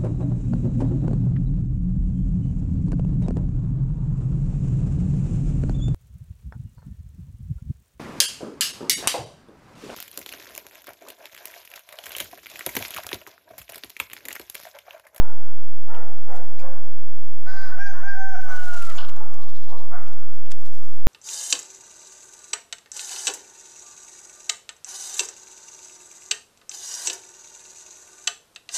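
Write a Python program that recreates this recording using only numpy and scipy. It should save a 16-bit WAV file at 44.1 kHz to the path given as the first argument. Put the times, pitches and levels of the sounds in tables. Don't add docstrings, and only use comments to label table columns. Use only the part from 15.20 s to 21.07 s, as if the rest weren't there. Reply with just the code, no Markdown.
import sys
import numpy as np
from scipy import signal
from scipy.fft import rfft, irfft, next_fast_len
from scipy.io import wavfile
from scipy.ndimage import uniform_filter1d, map_coordinates

SR = 44100
rng = np.random.default_rng(int(sys.argv[2]) if len(sys.argv) > 2 else 0)


def dump(signal):
    limited = np.clip(np.atleast_2d(signal).T, -1, 1)
    pcm = np.round(limited * 32767).astype(np.int16)
    wavfile.write(sys.argv[1], SR, pcm)


N = 258867
TIME = np.arange(N) / SR

# start_s, start_pitch_hz, rise_s, top_pitch_hz, sag_by_end_hz, level_db, fade_by_end_db,
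# fundamental_db, overtones_db, half_pitch_rasp (0-1), roughness (0-1)
NOTES = [(2.255, 630, .12, 776, 24.5, -39, 2, -48, -54, 0.37, .42),
         (2.502, 673, 0.023, 750.7, 11.3, -40.5, 10, -51, -87, 0.5, 0.19),
         (2.575, 662.3, 0.0663, 807.4, 63, -33, 21, -44.5, -54.5, 0.11, 0.05),
         (2.735, 638, 0.047, 724.2, 13.6, -43, -2, -52.5, -68.5, 1, 0.19),
         (2.82, 659.3, 0.071, 801.3, 34.2, -33.5, 11, -42.5, -57, 0.15, .09),
         (2.958, 754.6, 0.086, 773.8, 12, -39, 0.5, -37.5, -60, 0.15, 0.1),
         (3.162, 694.3, 0.053, 752.8, 5.1, -41.5, 11, -47.5, -62, 0.21, 0.2),
         (3.30, 754.4, .012, 743.4, 92, -37.5, 2.5, -48.5, -59.5, 0.11, 0.06)]
CROW_END_S, CROW_END_HZ = 3.725, 584


def amp(db):
    return 10 ** (np.asarray(db) / 20)


def unit(x):
    return x / np.sqrt(np.mean(x ** 2) + 1e-20)


def along(points, hz):
    f, v = np.transpose(points)
    return np.interp(np.log(hz + 1), np.log(f + 1), v)


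def wobble(rate, size=N):
    knots = rng.standard_normal(size // 8 + 8)
    return map_coordinates(knots, [np.arange(size) * rate / SR], mode="wrap")


def filtered(x, response):
    m = next_fast_len(len(x) + 8192)
    spectrum = rfft(x, m) * response(np.fft.rfftfreq(m, 1 / SR))
    return irfft(spectrum, m)[:len(x)]


def coloured(x, spectrum):
    return unit(filtered(x, lambda hz: amp(along(spectrum, hz))))


def noise(spectrum):
    return coloured(rng.standard_normal(N), spectrum)


def gate(start, length, edge):
    fade_in = np.clip((TIME - start) / edge, 0, 1)
    fade_out = np.clip((start + length - TIME) / edge + 1, 0, 1)
    return fade_in * fade_out


def swells(rows):
    power = np.zeros(N)
    for s, width, db in rows:
        bell = np.exp(-np.minimum(((TIME - s) / width) ** 2 / 2, 20))
        power += amp(db) ** 2 * bell * (abs(TIME - s) < 6 * width)
    return np.sqrt(power)


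def add(track, s, x):
    i = round(s * SR)
    part = x[max(-i, 0):len(track) - i]
    track[max(i, 0):][:len(part)] += part


def echo(x, early_db, early_t60):
    # freq_hz, t60_s
    trees = [(300, 1.4), (900, 1.76), (1600, 2.34), (3000, 0.43), (10000, 0.04)]
    hz, t, z = signal.stft(rng.standard_normal(5 * SR // 4), SR, nperseg=256)
    tree_decay = amp(-60 * t / along(trees, hz)[:, None])
    near_decay = amp(early_db - 60 * t / early_t60)
    tail = signal.istft(z * (tree_decay + near_decay), SR, nperseg=256)[1]
    return signal.fftconvolve(x, tail / np.linalg.norm(tail))


def rooster():
    # freq_hz, level_db
    throat = [(350, -76), (600, 4), (780, -24), (1100, -4), (1550, 5), (1780, -4.5), (1930, -2),
              (2100, -38), (2600, -56), (3200, -64)]
    # freq_hz, level_db
    overtones = [(1900, 2), (2350, -3.5), (2900, 1), (3250, -11), (3550, -23.5), (3950, -19.5), (4400, -25),
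                 (4750, -4), (5500, -4.5), (6200, -1.5), (6900, -21.5), (8500, -14.5), (10000, -34),
                 (12000, -14.5)]
    # freq_hz, level_db
    crackle = [(2000, -23), (2450, -21.5), (2750, -6), (3300, -29), (3950, -1.5), (4250, -12), (4700, 5.5),
               (5050, 5), (5500, -14), (6050, 0.5), (6500, -23), (7000, -6.5), (7400, -24), (8000, -11),
               (9000, -25.5)]
    strain_s = 0.248
    rasp_tilt_db = 5

    pitch, rasp, rough, voice_db, chest_db, beak_db = crow_controls()
    rasp = np.maximum(rasp - .08, 0)
    pitch = pitch * (1 + 0.00354 * wobble(70) + 0.0484 * rough * wobble(650))
    phase = 2 * np.pi * np.cumsum(pitch) / SR

    body, clear, harsh = np.zeros(N), np.zeros(N), np.zeros(N)
    on = (TIME > 2.2) & (TIME < 3.8)
    for k in np.arange(3, 29) / 2:
        hz, between = k * pitch[on], k % 1 > 0
        slip = 1.1 * wobble(130, size=len(hz)) * between
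        partial = np.sin(k * phase[on] + slip + rng.uniform(0, 2 * np.pi))
        flutter = amp(4.5 * wobble(45, size=len(hz)) - 1.5)
        share = 2.35 * rasp[on] * amp(-rasp_tilt_db * (k - 3 / 2)) if between else 1
        body[on] += partial * amp(along(throat, hz)) * share
        clear[on] += partial * flutter * amp(along(overtones, hz)) * (not between)
        harsh[on] += partial * flutter * amp(along(crackle, hz))

    puff = 1 + np.cos(phase)
    body = body + .45 * rough * puff * noise(throat)
    body = body / np.sqrt(1 + 2 * rough ** 2 + 2 * rasp ** 2)

    strain = gate(NOTES[0][0] - .015, strain_s, 0.024)
    clear_top = clear + .5 * rough * puff * noise(overtones)
    strained_top = 0.42 * harsh + 0.44 * puff * noise(crackle)
    top = ((1 - strain) * clear_top + strain * strained_top) * amp(beak_db)

    chest = np.sin(phase) * amp(chest_db + 1.17 * wobble(25.12))
    sounding = gate(NOTES[0][0], CROW_END_S - NOTES[0][0] - .01, .014) * amp(1.7 * wobble(55))
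    voice = (body * amp(voice_db) + chest) * sounding
    reflected = echo(voice + 2 * top * sounding, early_db=16.5, early_t60=0.44)[:N]
    return voice + 0.91 * top * sounding + amp(-5.0) * reflected


def crow_controls():
    break_s = .013
    rough_per_hz, rasp_per_hz = 0.00433, 0.0042
    voice_db_per_hz, chest_db_per_hz = 0.0139, 0.0172
    sag_power = 1.6
    close_db_per_hz = 0.15
    blend_s = 0.014

    starts = [row[0] for row in NOTES]
    t = np.clip(TIME, starts[0], CROW_END_S)
    note = np.searchsorted(starts, t, side="right") - 1
    (start, start_hz, rise, top_hz, sag_hz, db, fade_db,
     chest_db, beak_db, rasp, rough) = np.array(NOTES)[note].T
    ends = [row[:2] for row in NOTES[1:]] + [(CROW_END_S, CROW_END_HZ)]
    end, end_hz = np.array(ends)[note].T

    droop = abs((t - start - rise) / (end - start - rise)) ** sag_power
    held = top_hz - sag_hz * droop
    dip_in = (held - start_hz) * np.exp(-((t - start) / break_s) ** 2)
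    dip_out = (held - end_hz) * np.exp(-((t - end) / break_s) ** 2)
    dip = dip_in + dip_out
    voice = [rasp + rasp_per_hz * dip,
             rough + rough_per_hz * dip,
             db - fade_db * droop + voice_db_per_hz * dip,
             chest_db + chest_db_per_hz * dip,
             beak_db - close_db_per_hz * sag_hz * droop]
    return held - dip, *uniform_filter1d(np.array(voice), int(blend_s * SR), axis=1)


def wings():
    # freq_hz, density_db (per Hz)
    feathers = [(400, -13.5), (1500, 2.5), (1700, -1.5), (2600, -3.5), (4320, -3), (4870, -3.5),
                (5290, -4.5), (7180, -3), (12500, -14.5), (15500, -30)]
    # freq_hz, density_db (per Hz)
    push = [(30, 3.5), (130, -1.5), (220, -10.5), (350, -1), (700, 7), (2000, -36)]
    # time_s, width_s, level_db
    bumps = [(3.345, 0.011, -51), (3.575, .01, -57), (3.632, 0.01, -50), (3.96, 0.048, -59),
             (4.14, 0.024, -56.5), (5.28, 0.061, -59)]
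    # time_s, width_s, level_db
    swoop = (3.42, 0.098, -52.5)
    # time_s, width_s, level_db
    rustles = [(1.145, 0.019, -55.5), (1.17, 0.074, -68.5), (4.01, 0.048, -68), (5.16, 0.019, -65.5),
               (5.31, 0.0055, -52.5), (5.445, 0.032, -57.5), (5.556, 0.015, -57.5), (5.66, 0.05, -63.5)]
    first_stroke_s, stroke_gap_s, stroke_width_s = 3.292, 0.0562, 0.024
    pass_s, pass_db, approach_db_per_s2, landing_db_per_s2 = 3.622, -48, 125, 215

    times = first_stroke_s + stroke_gap_s * np.arange(10)
    falloff = np.where(times < pass_s, approach_db_per_s2, landing_db_per_s2)
    levels = pass_db - falloff * (times - pass_s) ** 2
    strokes = [(s, stroke_width_s, db) for s, db in zip(times, levels)]
    grain = unit(amp(0.66 * wobble(500) + 3.1 * wobble(83)))
    hiss = noise(feathers) * grain * swells(strokes + [swoop] + rustles)
    return hiss + noise(push) * swells(bumps)


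def jay():
    # start_s, length_s, top_pitch_hz, level_db, third_harmonic_db
    squeaks = [(1.383, 0.044, 2440, -52, -7.5), (3.557, 0.031, 2436, -68, 16),
               (3.747, 0.038, 2390, -53.5, 2), (3.852, .055, 3011, -61, -7), (3.877, 0.016, 4400, -52, -23),
               (4.861, 0.014, 2710, -57, -11)]
    # start_s, length_s, level_db
    squawks = [(3.777, 0.02, -37.5), (3.798, 0.025, -44.5), (3.825, 0.02, -49.5), (3.847, 0.0092, -40)]
    # start_s, length_s, level_db
    rasps = [(4.208, 0.038, -58), (4.275, 0.036, -57.5), (4.342, 0.039, -57.5), (4.41, 0.04, -59),
             (4.48, 0.04, -57), (4.566, 0.047, -58.5)]
    # freq_hz, level_db
    squawk_throat = [(1800, -22), (2600, -2.5), (3150, 7.5), (3700, -2), (4400, 0), (5300, -4), (6300, -34),
                     (10000, -43), (14000, -37)]
    # freq_hz, level_db
    rasp_throat = [(2600, -13), (3250, -2), (3550, -0.5), (4000, 2), (4900, -5), (6000, -6.5), (7300, -13),
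                   (8500, -22), (13000, -43)]

    out = np.zeros(N)
    for s, length, top_hz, db, third_db in squeaks:
        u = np.linspace(-1, 1, int(length * SR))
        pitch = top_hz * (1 - .33 * u ** 2 + .035 * wobble(1600, size=len(u)))
        phase = 2 * np.pi * np.cumsum(pitch) / SR
        tone = np.sin(phase) + 0.5 * np.sin(2 * phase) + amp(third_db) * np.sin(3 * phase)
        scratch = amp(db + 4 * wobble(350, size=len(u)))
        add(out, s, scratch * tone * np.sqrt(1 - u ** 2))

    for calls, throat in (squawks, squawk_throat), (rasps, rasp_throat):
        cycles = np.cumsum(520 * (1 + 0.15 * wobble(350))) / SR
        pulses = unit(np.diff(np.floor(cycles), prepend=0)) + 0.85 * rng.standard_normal(N)
        loudness = sum(amp(db) * gate(s, length - .006, length / 4) for s, length, db in calls)
        out += coloured(pulses, throat) * loudness
    return out + amp(-6.5) * echo(out, early_db=65.0, early_t60=0.39)[:N]


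def taps():
    # time_s, tap_db, knock_db, sharpness_db
    contacts = [(0.748, -39, 5.5, -15), (0.762, -38.5, 1, -13), (2.415, -44, -13, 5.5),
                (3.2158, -39, -2, -39), (3.456, -31, -24, -8.5), (3.4826, -33, -23, 4),
                (3.6227, -29.5, -3, -2), (3.702, -33, 2, -25), (3.7143, -36.5, 5, -26),
                (3.8947, -32, -0.5, -26), (3.963, -33.5, -17, -18.5), (4.14, -32, -43, -16.5),
                (4.8254, -43, -11, -19), (4.8661, -49.5, 13, -19), (4.88, -39, -19, -18),
                (4.9307, -37, -11, -19), (4.9988, -45, -5, -25), (5.2593, -40, 1, -36),
                (5.2697, -51, 10, -19), (5.3173, -21.5, -47, -20.5), (5.7667, -47.5, -30, -11)]
    # freq_hz, level_db, t60_s
    wood = [(1370, -20.5, 0.017), (2410, 17, 0.0047), (2980, 4.5, 0.022), (3420, -7, 0.0076)]
    knock_spread = .06

    out, t = np.zeros(N), np.arange(SR // 10) / SR
    for s, db, knock_db, sharp_db in contacts:
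        edge = [(500, -15.5), (2000, -11.0), (4000, -13.0), (6500, -10.5),
                (9000, sharp_db), (15000, sharp_db - 15)]
        crack = coloured(rng.standard_normal(len(t)), edge) * amp(-60 * t / 0.021)
        ring = np.zeros(len(t))
        for hz, level, t60 in wood:
            mode_hz = hz * (1 + knock_spread * rng.normal())
            ring += amp(level - 60 * t / t60) * np.sin(2 * np.pi * mode_hz * t)
        onset = 1 - np.exp(-t / 0.00025)
        add(out, s, amp(db - 9.5) * (crack + amp(knock_db - 5.0) * ring) * onset)
    return out + amp(-12.5) * echo(out, early_db=2, early_t60=0.051)[:N]


def dogs():
    # start_s, length_s, level_db, top_pitch_hz, mouth_resonance_hz,
    # upper_resonance_hz, upper_db, edge_db
    barks = [(-.15, .15, -38.5, 494.8, 820, 1420, -3.5, -12),
             (0.65, 0.18, -39, 477.7, 782, 1350, -3.5, -13.5),
             (1.06, 0.12, -37, 517, 800.5, 1331, -8.5, -17.5),
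             (1.384, 0.135, -38.5, 559.8, 757, 1460, -6.5, -19),
             (3.238, .13, -41.5, 688, 792, 1187, 3, -9.5), (3.49, 0.11, -45.5, 663.4, 950, 1110, 2, -16),
             (3.725, 0.13, -40, 729.2, 1146, 1610, -3, -19.5),
             (3.944, .12, -46.5, 433.5, 871, 1321, 0, -18), (4.459, .14, -42.5, 493.8, 753, 1210, 0, -30),
             (4.692, 0.105, -39.5, 719, 908, 1225, -0.5, -8.5)]
    out, t = np.zeros(N), np.arange(SR // 4) / SR
    for s, length, db, pitch, mouth_hz, upper_hz, upper_db, edge_db in barks:
        arch = np.sin(np.pi * np.minimum(t / length, 1)).clip(0)
        bent_pitch = pitch * (.68 + .32 * arch + .04 * wobble(300, size=len(t)))
        phase = 2 * np.pi * np.cumsum(bent_pitch) / SR
        folds = unit(sum(np.sin(k * phase) for k in range(1, 7)))
        breath = 1.8 * rng.standard_normal(len(t)) * (1 + .6 * np.cos(phase))
        source = folds + breath
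        open_tract = [(pitch * .62, -40), (pitch * .85, -12), (pitch, -7),
                      (mouth_hz * 0.81, -2), (mouth_hz, 4),
                      (np.sqrt(mouth_hz * upper_hz), upper_db - 7.5),
                      (upper_hz, upper_db), (upper_hz * 1.033, edge_db + 4.5),
                      (2050, edge_db - 6.0), (2700, -40), (5000, -65)]
        shut_tract = [(pitch * .5, -30), (pitch * .8, 0), (mouth_hz, -6), (2500, -50)]
        jaw_open = coloured(source, sorted(open_tract)) * arch ** 2
        jaw_shut = coloured(source, shut_tract) * np.sqrt(arch) * (1 - arch)
        bark = (jaw_open + 0.15 * jaw_shut) * amp(db)
        add(out, s, 0.99 * bark)
        add(out, s, 0.93 * echo(bark, early_db=4.5, early_t60=0.48))
    return out


def far_call():
    # start_s, length_s, pitch_hz, level_db
    far_notes = [(3.98, .1, 875, -48), (4.11, .18, 815, -50), (4.06, .2, 1140, -51.5),
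                 (5.22, .18, 432, -60), (5.463, .27, 410, -61), (5.233, .45, 730, -59.5),
                 (5.4, .09, 1170, -55), (5.52, .24, 1230, -62)]
    voice = np.zeros(N)
    for s, length, hz, db in far_notes:
        arch = np.sqrt(np.hanning(int(length * SR)))
        pitch = hz * (.98 + .02 * arch + .011 * wobble(90, size=len(arch)))
        phase = 2 * np.pi * np.cumsum(pitch) / SR
        waver = amp(db + 3 * wobble(35, size=len(arch)))
        add(voice, s, np.sqrt(arch) * np.sin(phase) * waver)
    return .7 * voice + .5 * echo(voice, early_db=12, early_t60=.3)[:N]


def open_air():
    # freq_hz, density_db (per Hz)
    hush = [(30, -0.5), (150, -1.5), (280, -13), (450, -3), (850, 1.5), (1300, -4), (2000, -12),
            (3000, -16.5), (7000, -20.5), (15000, -27.5)]
    return noise(hush) * amp(-61.5) * amp(.6 * wobble(3))


def scene():
    birds = rooster() + wings() + jay() + taps()
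    return (birds + dogs() + far_call() + open_air())[None]


def record(dry):
    top_hz, offset = 15750, .576
    return filtered(dry[0], lambda hz: hz < top_hz)[None] + offset


dry = scene()
out = record(dry)
dump(out)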